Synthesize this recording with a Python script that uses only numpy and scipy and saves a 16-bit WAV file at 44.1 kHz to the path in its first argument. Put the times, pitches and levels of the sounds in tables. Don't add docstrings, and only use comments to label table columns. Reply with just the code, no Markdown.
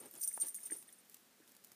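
import sys
import numpy as np
from scipy import signal
from scipy.fft import rfft, irfft
from scipy.io import wavfile

SR = 44100
rng = np.random.default_rng(int(sys.argv[2]) if len(sys.argv) > 2 else 0)


def dump_mix(stems):
    frames = np.atleast_2d(stems).T
    limited = np.clip(frames, -1, 1)
    pcm = np.round(limited * 32767).astype(np.int16)
    wavfile.write(sys.argv[1], SR, pcm)


N = 77175
T = np.arange(N) / SR


def undb(db):
    return 10 ** (np.asarray(db) / 20)


def unit(x):
    return x / np.sqrt(np.mean(x ** 2))


def curve(points):
    return undb(np.interp(T, *np.array(points).T))


def colour(x, points, tilt_db=0):
    hz, db = np.array(points).T
    octave = np.log2(np.fft.rfftfreq(4096, 1 / SR) + 1)
    gains = unit(undb(np.interp(octave, np.log2(hz), db) + tilt_db * octave))
    cepstrum = irfft(np.log(gains))
    cepstrum[1:len(cepstrum) // 2] *= 2
    cepstrum[len(cepstrum) // 2 + 1:] = 0
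    return signal.fftconvolve(x, irfft(np.exp(rfft(cepstrum))))[:len(x)]


def fade(t60):
    return np.exp(-np.log(1000) * T[:int(t60 * SR)] / t60)


def ring(hz, t60, phase=0):
    env = fade(t60)
    return env * np.sin(2 * np.pi * hz * T[:len(env)] + phase)


def soften(x, attack):
    return x * (1 - np.exp(-T[:len(x)] / attack))


def add(out, start, x):
    i = int(start * SR)
    x, i = x[max(-i, 0):], max(i, 0)
    out[i:i + len(x)] += x[:N - i]


def burst(decay_s):
    env = fade(decay_s * np.log(1000))
    noise = env * rng.standard_normal(len(env))
    return noise * np.linalg.norm(env) / np.linalg.norm(noise)


def grains(per_second, spread_db):
    hits = rng.random(N) < per_second / SR
    signs = rng.choice([-1, 1], N)
    sizes = undb(spread_db * np.clip(rng.standard_normal(N), -2, 2))
    return unit(hits * signs * sizes)


def swell(start, length):
    return np.sin(np.pi * np.clip((T - start) / length, 0, 1))


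# start in seconds, length in seconds, level in dB, tilt in dB per octave.
PAW_SCUFFS = [(-.02, 0.12, -57, -2), (0.124, 0.084, -62, -0.7), (0.406, 0.082, -58, 0.6),
              (0.594, 0.12, -67.5, 1.5), (0.698, 0.083, -63.5, 0.5)]
# frequency in Hz, level in dB.
SCUFF_TONE = [(60, -14), (120, -6.5), (200, 0), (400, 0.5), (700, -5), (1200, -10.5), (2500, -12),
              (5000, -14), (12000, -22.5)]

def paws():
    out = np.zeros(N)
    for start, length, db, tilt_db in PAW_SCUFFS:
        rubbing = colour(grains(2500, spread_db=2.5), SCUFF_TONE, tilt_db)
        out += undb(db) * swell(start, length) * rubbing
    return out


# frequency in Hz, level in dB.
HUSH_TONE = [(18, -36), (30, -22), (59, -22), (234, 2), (288, -3.5), (404, -3.5), (978, -10), (1780, -8.5),
             (2770, -11.5), (4200, -11.5), (4650, -12), (5730, -12.5), (11900, -15), (15000, -13.5)]

def room_hush():
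    return undb(-68) * colour(rng.standard_normal(N), HUSH_TONE)


# start in seconds, then relative levels in dB of tick, low tone and high tone.
PELLET_HITS = [(.002, -48.5, -46.5, -62), (.058, -51.5, -53.5, -72), (.175, -58, -58, -49),
               (0.1968, -51, -57, -62), (0.2011, -50, -54, -59), (0.2102, -45, -53, -54),
               (0.2139, -33.5, -37, -57), (0.2175, -42, -42, -55), (.226, -43, -47, -63),
               (0.2317, -35.5, -52, -61), (0.236, -33, -38, -54), (0.2435, -41, -35.5, -41),
               (.2463, -37, -40, -50), (.276, -33, -31, -51), (.283, -41, -46, -37.5),
               (.2885, -42, -38.5, -59), (0.328, -44, -48, -52), (0.337, -52, -35.5, -53),
               (.348, -62, -65, -40.5), (.364, -50, -55, -62), (0.369, -49, -51, -47),
               (.4005, -38, -31.5, -48), (.410, -37, -31, -62), (.416, -47, -26.5, -47),
               (0.459, -48, -44, -45), (.469, -40, -49, -39.5), (0.4839, -36, -40.5, -50),
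               (.491, -48.5, -39.5, -50), (.545, -39, -46, -38.5), (.553, -55, -44, -52),
               (0.562, -41, -44.5, -65), (.568, -58, -49.5, -67), (.605, -56, -53.5, -62),
               (0.63, -60, -48, -43.5), (0.655, -48, -37.5, -63), (.662, -42, -59, -63),
               (.670, -47, -62, -60), (.685, -60, -64, -58), (.708, -44.5, -38.5, -46.5),
               (0.721, -46, -33, -51), (.762, -53, -46, -45.5), (0.783, -59, -54, -46.5),
               (0.813, -60, -57, -59), (0.878, -64, -52.5, -62), (.926, -51, -56, -54),
               (0.984, -76, -60.5, -61)]
# pitch in Hz, fade time in seconds, dB added to the hit's tick level.
WEAK_TONES = [(5970, 0.046, -19.5), (6020, 0.048, -25), (6630, 0.052, -25), (8930, 0.068, -18),
              (9022, 0.068, -11.5), (12900, 0.031, -27), (13540, 0.036, -21), (14900, 0.027, -16)]
# frequency in Hz, level in dB.
TICK_TONE = [(1000, -36), (4000, -22), (5200, -13.5), (5900, -6.5), (7300, -7.5), (8700, 2), (11000, -1.5),
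             (12300, -2.5), (14000, 4), (15300, -0.5)]
LOW_HZ, HIGH_HZ, LOW_FADE_S, HIGH_FADE_S = 8903, 9920, 0.057, 0.044

def bell():
    ticks, weak_rings = np.zeros(N), np.zeros(N)
    for start, tick_db, _, _ in PELLET_HITS:
        add(ticks, start, undb(tick_db + 5.5) * burst(decay_s=0.001))
        for hz, t60, db in WEAK_TONES:
            add(weak_rings, start, undb(tick_db + db) * ring(hz, t60, 2 * np.pi * rng.random()))
    low = shell_tone(LOW_HZ, LOW_FADE_S, [(start, db) for start, _, db, _ in PELLET_HITS])
    high = shell_tone(HIGH_HZ, HIGH_FADE_S, [(start, db) for start, _, _, db in PELLET_HITS])
    return colour(ticks, TICK_TONE) + weak_rings + low + high


def shell_tone(hz, t60, hits):
    swing = np.zeros(N, complex)
    env = soften(fade(t60), attack=0.003)
    for start, db in hits:
        phase = np.angle(swing[max(int(start * SR), 0)])
        jolt = rng.choice([-1, 1]) * np.pi / 2 + 0.38 * rng.standard_normal()
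        add(swing, start, undb(db + 5.5) * env * np.exp(1j * (phase + jolt)))
    return np.imag(swing * np.exp(2j * np.pi * hz * T))


# time in seconds, relative level in dB.
ROLL_LEVELS = [(0, -64), (.10, -67), (.145, -63.5), (.19, -62.5), (.24, -53), (.265, -57), (.345, -57.5),
               (.39, -60), (.425, -53.5), (.45, -57.5), (.495, -57), (.53, -71), (.555, -56.5), (.59, -61),
               (.665, -59.5), (.695, -66), (.73, -58), (.80, -62.5), (.85, -75), (.93, -73.5),
               (1.02, -82.5)]

def rolling():
    contacts = grains(2300, spread_db=3.5)
    low = unit(signal.fftconvolve(contacts, ring(LOW_HZ, LOW_FADE_S))[:N])
    high = unit(signal.fftconvolve(contacts, ring(HIGH_HZ, HIGH_FADE_S))[:N])
    ticks = colour(contacts, TICK_TONE, tilt_db=-2)
    return curve(ROLL_LEVELS) * (ticks + undb(-4) * low + undb(-10) * high)


# start in seconds, relative level in dB, tilt in dB per octave.
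NIBBLES = [(0.1115, -47, 6.5), (.139, -47, 6), (.153, -48, 1), (.826, -53, -0.5), (0.902, -58.5, 6),
           (1.097, -51.5, 5), (1.112, -68.5, 1), (1.126, -60, 6), (1.144, -46.5, 1), (1.168, -57, -2),
           (1.477, -59.5, -2), (1.493, -61, -2), (1.519, -56.5, 0.5), (1.55, -59, -2), (1.566, -55.5, -1.5),
           (1.640, -57, 0), (1.646, -48.5, 1.5), (1.671, -59, 5), (1.718, -51, -1), (1.732, -60, 3)]
# frequency in Hz, level in dB.
NIBBLE_TONE = [(500, -15), (2200, -10), (4500, -8), (6500, -5), (9000, -2.5), (12000, 0.5), (14000, 0),
               (15300, -4)]
# time in seconds, level in dB.
CRINKLE_LEVELS = [(1.06, -74.5), (1.125, -66.5), (1.19, -73), (1.44, -91), (1.485, -65.5), (1.59, -84),
                  (1.645, -71), (1.75, -76)]

def nibbling():
    out = colour(curve(CRINKLE_LEVELS) * grains(1300, spread_db=4), NIBBLE_TONE)
    for start, db, tilt_db in NIBBLES:
        add(out, start, undb(db + 3.5) * colour(burst(decay_s=0.0017), NIBBLE_TONE, tilt_db))
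        add(out, start, undb(db - 18.5) * ring(hz=4870, t60=0.012))
    return out


# start in seconds, strongest frequency in Hz, level in dB.
SHORT_CLACKS = [(0.161, 7700, -48.5), (0.2301, 5900, -41), (0.2378, 5700, -42), (0.415, 6700, -42),
                (.4215, 4100, -48), (0.55, 6600, -50), (0.637, 6250, -51.5), (.670, 3540, -58),
                (.732, 6140, -49.5), (0.89, 3520, -60), (1.144, 4800, -59)]

def clacks():
    out = np.zeros(N)
    spread = 2 ** 0.76
    for start, hz, db in SHORT_CLACKS:
        tone = [(hz / spread, -26), (hz, 0), (hz * spread, -26), (SR, -50)]
        add(out, start, undb(db) * colour(burst(decay_s=0.002), tone))
    return out


# start in seconds, pitch in Hz, length in seconds, level in dB.
PEN_CREAKS = [(0.307, 2030, 0.012, -61.5), (0.478, 1880, 0.0056, -62.5), (0.582, 1940, 0.011, -64),
              (0.698, 1940, 0.0093, -54.5), (0.7177, 1880, 0.0052, -48.5), (0.882, 1830, .02, -66),
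              (1.412, 1740, 0.039, -72.5)]

def creaks(width_hz=440):
    out = np.zeros(N)
    for start, hz, length, db in PEN_CREAKS:
        band = signal.butter(2, [hz - width_hz / 2, hz + width_hz / 2], "band", fs=SR, output="sos")
        env = swell(start, length)
        creak = env * signal.sosfilt(band, rng.standard_normal(N))
        out += undb(db) * creak * np.linalg.norm(env) / np.linalg.norm(creak)
    return out


# start in seconds, pitch in Hz, rise and fade times in seconds, level in dB.
PEN_KNOCKS = [(.3760, 780, 0.00032, 0.0065, -31), (.704, 336, 0.0016, 0.04, -52),
              (0.7198, 332, .002, .038, -38.5), (1.402, 314, 0.00086, 0.043, -55.5)]

def knocks(panel_hz=412):
    out = np.zeros(N)
    snap, hum = -ring(hz=1760, t60=0.0032), ring(panel_hz, t60=0.25)
    for start, hz, attack, t60, db in PEN_KNOCKS:
        hum_share = min(panel_hz / hz, 1) ** 5
        add(out, start, undb(db) * soften(ring(hz, t60), attack))
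        add(out, start, undb(db - 10.5) * snap)
        add(out, start, undb(db - 19.5) * hum_share * hum)
    return out


def echoes(x, t60, delay_s):
    env = fade(t60)
    tail = np.r_[np.zeros(int(delay_s * SR)), env * rng.standard_normal(len(env))]
    return signal.fftconvolve(x, tail / np.linalg.norm(tail))[:N]


def scene(low_cut_hz=140):
    direct = bell() + undb(3.5) * rolling() + clacks() + nibbling() + creaks() + knocks() + paws()
    direct = signal.sosfilt(signal.butter(3, low_cut_hz, "high", fs=SR, output="sos"), direct)
    pen_echo = undb(-9) * echoes(direct, t60=0.02, delay_s=0.002)
    room_echo = undb(-16) * echoes(direct, t60=0.33, delay_s=0.009)
    return (direct + pen_echo + room_echo + room_hush())[None]


def record(dry, top_hz=15300):
    return signal.sosfilt(signal.ellip(10, 0.2, 70, top_hz, fs=SR, output="sos"), dry)


dry = scene()
out = record(dry)
dump_mix(out)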